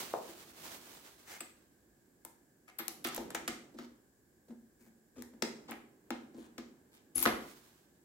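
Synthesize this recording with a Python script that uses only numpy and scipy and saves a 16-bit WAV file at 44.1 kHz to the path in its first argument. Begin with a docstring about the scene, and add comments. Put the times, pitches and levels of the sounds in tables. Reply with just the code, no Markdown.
"""In a small hard room, close by, a key is pushed into a scooter's ignition lock, turned to and fro and pulled
out. Each contact rings the wafers, the lock barrel, its housing and the plastic leg shield. The blade scrapes
in the keyway and squeaks as it leaves, and the keys ping. A sleeve rustles as the hand comes and goes, and
short low rumbles sound now and then over quiet air."""
import sys
import numpy as np
from scipy import signal
from scipy.fft import rfft, irfft
from scipy.io import wavfile

SR = 44100
rng = np.random.default_rng(int(sys.argv[2]) if len(sys.argv) > 2 else 0)


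def master_out(mix):
    """Clip the mix to full scale and print it as 16-bit PCM to the path in sys.argv[1]."""
    frames = np.transpose(np.atleast_2d(mix))
    ceiling = np.clip(frames, -1, 1)
    pcm = np.round(ceiling * 32767).astype(np.int16)
    wavfile.write(sys.argv[1], SR, pcm)


N = 354608
TIME = np.arange(N) / SR
RING_SIZE = 12288   # samples of working space for one ring

# Resonances of the lock's three metal parts. Each row: frequency in Hz, width in Hz, level in dB.
HOUSING_MODES = [(548, 110, -4), (730, 60, 6.5), (805, 155, 4.5), (1047, 284, 2), (1267, 232, 3.5),
                 (1780, 670, -2.5), (2060, 197, 0.5), (2126, 506, 1.5), (3110, 1960, -5)]
BARREL_MODES = [(3190, 5400, -6), (4210, 2700, -2.5), (4350, 2770, 3), (6600, 890, -10), (7380, 2900, 5),
                (7690, 570, -3.5)]
WAFER_MODES = [(10000, 660, -4.5), (11400, 690, -4.5), (12950, 3900, -6.5), (13530, 2000, -3),
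               (15100, 700, -14)]


def clacks(wafer_db=-10.5):
    """The lock hits a stop: the housing jolts and pushes the shield; hard hits ring barrel and wafers."""
    # Each row: start in seconds, housing level in dB, shield and barrel against the housing in dB,
    # chatter in ms, favoured Hz of the lock and of the shield, left over right in dB.
    stops = [(2.7924, -40.5, -3.5, -17, 9.1, 1230, 340, -1.5),
             (3.047, -35.5, -2.5, -5.5, 3.7, 1620, 334, -1.5), (3.1778, -44.5, 6, -6, 2.1, 770, 305, 1),
             (3.3472, -35, -9.5, -4, 4, 4530, 290, 3), (3.4773, -36, -3.5, -0.5, 3.65, 1400, 310, 1),
             (3.786, -48.5, 5, -28, 4.6, 1170, 315, -1.5), (5.423, -36.5, 3.5, -1.5, 2, 580, 410, 4),
             (5.688, -50, 6.5, -23, 15, 740, 290, -1), (5.717, -44.5, -2, -17, 4.2, 1400, 300, -7),
             (6.105, -38.5, 3.5, -13.5, 1.55, 877, 295, 1.5), (6.5795, -47.5, 6, -5, 4.5, 1290, 278, 1),
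             (7.2543, -29, -6.5, -26.5, 2.5, 1310, 170, 2), (7.26, -24.5, -4.5, -26, 1.2, 1124, 180, 0.5),
             (7.271, -34, -1, -14.5, 5.1, 2770, 155, 1.5)]
    out = np.zeros((2, N))
    for s, db, push_db, hardness_db, ms, lock_hz, shield_hz, pan_db in stops:
        barrel_db = db + hardness_db
        clack = contact(db + push_db, db, barrel_db, barrel_db + wafer_db, ms, lock_hz, shield_hz, pan_db)
        add(out, s, clack)
    return out


def ticks(run_start_s=7.1801, run_gap_s=.011, housing_loss=1.59):
    """The blade ticks on the wafers; the sharper a tick, the less it moves the big parts."""
    # Each row: start in seconds, wafer level in dB, sharpness (wafers over barrel) in dB,
    # chatter in ms, left over right in dB.
    single_ticks = [(1.4062, -47, 0, 3.3, 2.5), (2.2494, -46.5, 5, 1.95, 6.5), (2.787, -42.5, 6, 4, 7.5),
                    (2.881, -38.5, 6, 1.55, 5.5), (3.0419, -43, 5, 5.6, -6), (3.0714, -46, 2.5, 2, -5),
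                    (3.1467, -44, 8, 2, 1), (3.162, -40.5, 7.5, 3.7, -1.5), (3.3037, -54, -3.5, 3.5, 2),
                    (5.2221, -54, 3, 1, 16), (5.7097, -50.5, 13, 1.5, 11.5), (6.949, -68, 5.5, 2, -1),
                    (7.2257, -29, 9.5, 3.6, 7), (7.235, -42, 9, 2.6, 9)]
    # on the way out the blade drops over four wafers, ever more lightly
    run = [(run_start_s + k * run_gap_s, -34.5 - 3.5 * k, 11.5, 2, 2.5) for k in range(4)]
    out = np.zeros((2, N))
    for s, db, sharpness_db, ms, pan_db in single_ticks + run:
        housing_db = db - housing_loss * sharpness_db
        tick = contact(shield_db=housing_db - 5, housing_db=housing_db, barrel_db=db - sharpness_db,
                       wafer_db=db, chatter_ms=ms, lock_hz=12100, shield_hz=323, pan_db=pan_db)
        add(out, s, tick)
    return out


def nudges():
    """The key leans on the lock: the shield gives with a dull thud and the metal hardly sounds."""
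    # Each row: start in seconds, shield level in dB, favoured frequency of the shield in Hz.
    thuds = [(0.28, -50, 316), (3.202, -41, 320), (3.741, -47, 295), (3.795, -46, 310), (3.838, -54, 316),
             (4.482, -46.5, 246), (4.504, -47.5, 244), (4.801, -60.5, 250), (4.86, -56, 252),
             (5.161, -50, 277), (5.181, -42.5, 280), (5.333, -53, 262), (6.342, -46.5, 275),
             (6.376, -45, 277), (7.154, -44, 237), (7.2, -44.5, 317)]
    out = np.zeros((2, N))
    for s, db, shield_hz in thuds:
        thud = contact(shield_db=db, housing_db=db - 28.5, barrel_db=db - 27.5, wafer_db=db - 41,
                       chatter_ms=9, lock_hz=1160, shield_hz=shield_hz, pan_db=-7.5)
        add(out, s, thud)
    return out


def contact(shield_db, housing_db, barrel_db, wafer_db, chatter_ms, lock_hz, shield_hz, pan_db):
    """One force rings four parts; the hand shades the lock to one side, the shield sounds all round."""
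    # Resonances of the plastic leg shield. Each row: frequency in Hz, width in Hz, level in dB.
    shield_modes = [(59.1, 18, -17.5), (154, 6.6, -7.5), (230.7, 10.7, 3.5), (263.8, 37, -4.5),
                    (339.3, 21.3, -2), (392, 47, -9.5), (510.5, 128, -10.5)]
    force = chatter(chatter_ms)
    parts = [(HOUSING_MODES, housing_db), (BARREL_MODES, barrel_db), (WAFER_MODES, wafer_db)]
    lock = sum(ring(force, favour(modes, lock_hz), db) for modes, db in parts)
    shield = ring(force, favour(shield_modes, shield_hz), shield_db)
    return lock * pan(pan_db) + shield


def chatter(ms, snap=1.19, snap_at_ms=.5):
    """A clean contact is one snap; a loose one grinds in and bounces to rest."""
    age = np.arange(RING_SIZE // 6) * 1000 / SR / ms   # in decay times
    force = grains(len(age), per_s=7000, spread_db=17.5) * np.exp(-age) * (1 - np.exp(-4 * age))
    force[round(snap_at_ms * SR / 1000)] += snap * np.exp(-ms / 3)
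    # hard metal pushes all frequencies alike, so the colour comes from the parts alone
    spectrum = rfft(force)
    return irfft(spectrum / (np.abs(spectrum) + 1e-9))[:len(age) // 2]


def grains(size, per_s, spread_db):
    """Tiny impacts at random moments, of very uneven strength."""
    chance, depth, sign = rng.random((3, RING_SIZE))[:, :size]
    return (chance < per_s / SR) * from_db(-spread_db * depth) * np.sign(sign - .5)


def favour(modes, struck_hz, boost_db=8, octaves=.3):
    """The point of contact favours the resonances near one frequency."""
    return [(hz, width, db + boost_db * np.exp(-(np.log2(hz / struck_hz) / octaves) ** 2))
            for hz, width, db in modes]


def ring(force, modes, db, vary_db=1.84, lag_s=.00006):
    """A force rings a part's modes, with as much energy as 10 ms of steady sound at the given level."""
    hz = np.arange(1, RING_SIZE // 2 + 2) * SR / RING_SIZE
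    centre, width, mode_db = np.transpose(modes)
    # each mode has its own strength and its own path to each side; high modes differ most
    strength, left, right, lag = rng.standard_normal((len(centre), 4)).T
    sides = np.array([left, right]) * np.minimum(centre / 3000, 1)
    gain = from_db(mode_db + vary_db * (strength + sides))
    polarity = (-1) ** np.arange(len(centre))
    path = polarity * np.exp(2j * np.pi * centre * lag_s * np.array([lag, -lag]))
    resonances = 1 / (1 + 1j * (hz - centre[:, None] ** 2 / hz) / width[:, None])
    response = (gain * path) @ resonances
    sound = irfft(rfft(force, RING_SIZE) * response)[:, :RING_SIZE * 3 // 4]
    energy = np.mean(np.sum(sound ** 2, axis=1))
    return from_db(db) * sound * np.sqrt(SR / 100 / energy)


def scrapes():
    """The cut edge of the blade rasps over the lock and the wafers."""
    # Each row: start and end in seconds, level in dB, brightness (barrel over housing) in dB.
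    strokes = [(1.257, 1.387, -57, -2), (2.673, 2.706, -59, -6), (3.048, 3.102, -45, -11),
               (3.112, 3.18, -51.5, -6), (3.765, 3.866, -64, -0.5), (4.475, 4.536, -78.5, 0),
               (4.783, 4.9, -73, 2.5), (5.149, 5.238, -64.5, 0), (5.676, 5.736, -54, -11),
               (6.346, 6.488, -68, -5), (6.912, 6.989, -67.5, -0.5), (7.146, 7.233, -45, 4.5),
               (7.224, 7.252, -39.5, 4.5)]
    out = np.zeros((2, N))
    for start, end, db, bright_db in strokes:
        size = int(np.clip((end - start) * SR, SR / 100, RING_SIZE // 2))
        force = grains(size, per_s=2500, spread_db=33) * signal.windows.tukey(size, .4)
        # in a bright stroke the smallest parts take over
        parts = [(HOUSING_MODES, 0), (BARREL_MODES, bright_db), (WAFER_MODES, 2 * bright_db - 4)]
        rasp = sum(ring(force, modes, part_db) for modes, part_db in parts)
        add(out, start, from_db(db) * rasp / np.std(rasp[:, :size]))
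    return out * pan(2)


def key_pings():
    """The thin metal of the keys pings when flicked."""
    # Each row: start in seconds, pitch in Hz, peak level in dB, seconds to fade by 60 dB.
    pings = [(1.405, 8400, -39, 0.04), (1.407, 7750, -42, 0.048), (1.406, 2640, -38, 0.016),
             (1.407, 4840, -52, .03), (2.785, 12950, -42, 0.15), (2.788, 13300, -41, 0.095),
             (2.787, 12300, -45.5, 0.11), (5.423, 4750, -27.5, 0.01), (5.422, 5290, -27, 0.014),
             (7.226, 11530, -32, 0.14), (7.226, 10300, -45, 0.092)]
    out, age = np.zeros((2, N)), TIME[:RING_SIZE]
    for s, hz, db, t60 in pings:
        add(out, s, from_db(db - 60 * age / t60) * key_tone(hz, RING_SIZE))
    return out


def squeak(hz=11150):
    """The blade sticks and slips on its way out, in short, high chirps."""
    # Each row: start in seconds, length in seconds, peak level in dB.
    slips = [(7.154, 0.01, -23.5), (7.166, 0.025, -29), (7.187, .028, -37)]
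    envelope = sum(from_db(db) * np.sin(np.pi * np.clip((TIME - s) / length, 0, 1)) ** 2
                   for s, length, db in slips)
    return envelope * key_tone(hz, N) * pan(8)


def key_tone(hz, size, waver_hz=70):
    """One mode of a key; the grip makes its pitch unsteady."""
    pitch = hz + waver_hz * drift(300)[:size]
    return np.sin(2 * np.pi * np.cumsum(pitch) / SR)


def knock(start_s=.1381, low_hz=300, high_hz=1200):
    """One soft, dull knock on a small panel: neither treble nor deep bass."""
    # Each row: resonance in Hz, width in Hz, level in dB.
    panel_modes = [(507, 325, 2.5), (815, 450, 3.5), (1070, 420, -0.5)]
    force = signal.sosfilt(signal.butter(3, high_hz, fs=SR, output="sos"), signal.unit_impulse(RING_SIZE))
    force = signal.sosfilt(signal.butter(1, low_hz, "high", fs=SR, output="sos"), force)
    out = np.zeros((2, N))
    add(out, start_s, ring(force, panel_modes, db=-31, vary_db=0.27))
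    return out


def sleeve(rise_share=.5, fibre_db=0.87, fold_db=1.5):
    """Cloth rubs in small catches; each move of the arm swells to a peak and fades more slowly."""
    # Each row: time of the peak in seconds, level in dB, seconds to fade by 20 dB.
    swishes = [(0.005, -41, 0.22), (.31, -51.5, 0.62), (.62, -49.5, 0.26), (.7, -48, 0.28),
               (.92, -56.5, .7), (1.06, -58.5, 0.19), (1.308, -51, 0.2), (7.48, -56.5, 0.42)]
    # Each row: frequency in Hz, relative noise density in dB.
    cloth_colour = [(60, -18.5), (150, -11), (300, -8), (500, -9), (800, -8), (1400, -9.5), (2600, -12),
                    (4000, -11.5), (6200, -15), (7700, -13.5), (9300, -18.5), (16000, -15)]
    power = 0
    for s, db, fade_s in swishes:
        from_peak = np.maximum(TIME - s, (s - TIME) / rise_share)
        power = power + from_db(db - 20 * from_peak / fade_s) ** 2
    rubbing = np.sqrt(power) * coloured_noise(cloth_colour)
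    catches = from_db(fibre_db * drift(450) + fold_db * drift(40))
    return rubbing * catches


def hand(trim_db=-2):
    """The hand shifts on the shield and murmurs through the plastic."""
    # Each row: time in seconds, level before the trim in dB.
    levels = [(0.0, -59.5), (0.96, -64.5), (1.12, -67.5), (2.71, -69), (3.27, -49), (4.12, -70),
              (5.24, -69.5), (5.35, -65), (5.6, -55.5), (6.0, -65), (6.38, -59), (6.94, -65.5), (7.19, -65),
              (7.35, -47), (7.61, -67), (8.04, -69)]
    # Each row: frequency in Hz, relative noise density in dB.
    murmur_colour = [(40, -41), (120, -14.5), (230, -3), (320, -0.5), (480, -12.5), (800, -19.5),
                     (2000, -27), (16000, -62.5)]
    level_db = np.interp(TIME, *np.transpose(levels))
    return from_db(level_db + trim_db) * coloured_noise(murmur_colour)


def low_rumbles(rise_s=0.004, t60=0.33, width=0.34):
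    """Short low rumbles swell in and fade, nearly alike on both sides."""
    # Each row: start in seconds, level in dB.
    bumps = [(3.05, -67), (3.18, -63), (3.48, -59.5), (7.16, -51.5), (7.265, -56)]
    swell = sum(from_db(db - 60 * np.maximum(TIME - s, 0) / t60) * np.clip((TIME - s) / rise_s, 0, 1)
                for s, db in bumps)
    mid, side = band_noise(low_hz=32, high_hz=150)
    return swell * (mid + width * side * np.array([[1], [-1]]))


def room(x, first_echo_s=0.003, build_s=0.0012):
    """Dense reflections off hard walls build up within milliseconds and die away band by band."""
    # Each row: frequency in Hz, seconds to fade by 60 dB.
    decay_times = [(80, 0.5), (250, 0.46), (1000, 0.46), (4000, 0.42), (8000, 0.46), (16000, 0.32)]
    # Each row: frequency in Hz, relative echo level in dB.
    echo_colour = [(80, 4.5), (250, -0.5), (600, 1), (1500, -2.5), (4000, -1.5), (8000, -6), (15000, -10.5)]
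    age = TIME[:SR] - first_echo_s
    build = 1 - np.exp(-np.maximum(age, 0) / build_s)
    echoes = 0
    for hz, noise in bands(SR):
        fade = build * from_db(-60 * age / at_hz(decay_times, hz))
        echoes = echoes + from_db(at_hz(echo_colour, hz)) * noise * fade / np.sqrt(np.sum(fade ** 2))
    return signal.fftconvolve(x, echoes, axes=1)[:, :N]


def room_tone(air_db=-73):
    """Quiet air with two faint, steady bands of hiss."""
    # Each row: centre in Hz, width in Hz, level in dB.
    hiss_bands = [(1640, 230, -81.5), (7540, 1300, -82.5)]
    # Each row: frequency in Hz, relative noise density in dB.
    air_colour = [(25, -20), (55, 1), (100, -6), (150, 5), (200, -16.5), (400, -11.5), (650, -13.5),
                  (1200, -28), (2000, -24), (2800, -29.5), (5000, -23), (10000, -23), (16000, -21)]
    hiss = sum(from_db(db) * band_noise(hz - width / 2, hz + width / 2) for hz, width, db in hiss_bands)
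    return hiss + from_db(air_db) * coloured_noise(air_colour)


def bands(size):
    """Yields centre Hz and stereo noise for half-octave bands, narrow in the upper bass, wide on top."""
    # Each row: frequency in Hz, likeness of left and right from 0 to 1.
    likeness = [(30, 0.31), (130, 0.97), (300, 0.92), (600, 0.43), (1200, 0), (2500, 0), (16000, 0)]
    edges = np.geomspace(25, 18000, 20)
    white = rng.standard_normal((2, 2, size))
    for k, (low, high) in enumerate(zip(edges, edges[1:])):
        mid, side = band_pass(white[k % 2], low, high)
        hz = np.sqrt(low * high)
        alike = at_hz(likeness, hz)
        yield hz, np.sqrt((1 + alike) / 2) * mid + np.sqrt((1 - alike) / 2) * side * [[1], [-1]]


def coloured_noise(spectrum):
    """Stereo noise of a given spectrum; rms 1."""
    return rms_one(sum(from_db(at_hz(spectrum, hz)) * noise for hz, noise in bands(N)))


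def band_noise(low_hz, high_hz):
    """One band of stereo noise; rms 1."""
    return rms_one(band_pass(rng.standard_normal((2, N)), low_hz, high_hz))


def band_pass(x, low_hz, high_hz):
    return signal.sosfilt(signal.butter(2, [low_hz, high_hz], "band", fs=SR, output="sos"), x)


def drift(per_s):
    """A random wander that changes course per_s times a second; rms 1."""
    knots = rng.standard_normal(4000)
    return rms_one(np.interp(TIME * per_s, np.arange(len(knots)), knots))


def at_hz(points, hz):
    """Reads a table on a log-frequency axis."""
    frequencies, values = np.transpose(points)
    return np.interp(np.log(hz), np.log(frequencies), values)


def add(out, s, sound):
    """Mixes a sound in at s seconds."""
    start = round(s * SR)
    out[:, start:start + sound.shape[-1]] += sound[..., :N - start]


def pan(db):
    """Stereo gains that put the left side db above the right."""
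    return from_db([[db / 2], [-db / 2]])


def from_db(db):
    return 10 ** (np.asarray(db) / 20)


def rms_one(x):
    return x / np.sqrt(np.mean(x ** 2) + 1e-20)


def scene(room_db=-3):
    """The lock a little to the left, sleeve and hand a little to the right, over the room tone."""
    close = ticks() + clacks() + nudges() + scrapes() + key_pings() + squeak() + knock()
    # sound sent to either side comes back from the walls to both
    walls = from_db(room_db) * (room(close) + room(close[::-1]))
    handling = sleeve() + hand()
    return close * pan(2) + walls + handling * pan(-2.8) + low_rumbles() + room_tone()


def record(dry, cutoff_hz=15900):
    """A steep low-pass takes off the very top."""
    return signal.sosfilt(signal.ellip(10, .3, 80, cutoff_hz, fs=SR, output="sos"), dry)


dry = scene()
out = record(dry)
master_out(out)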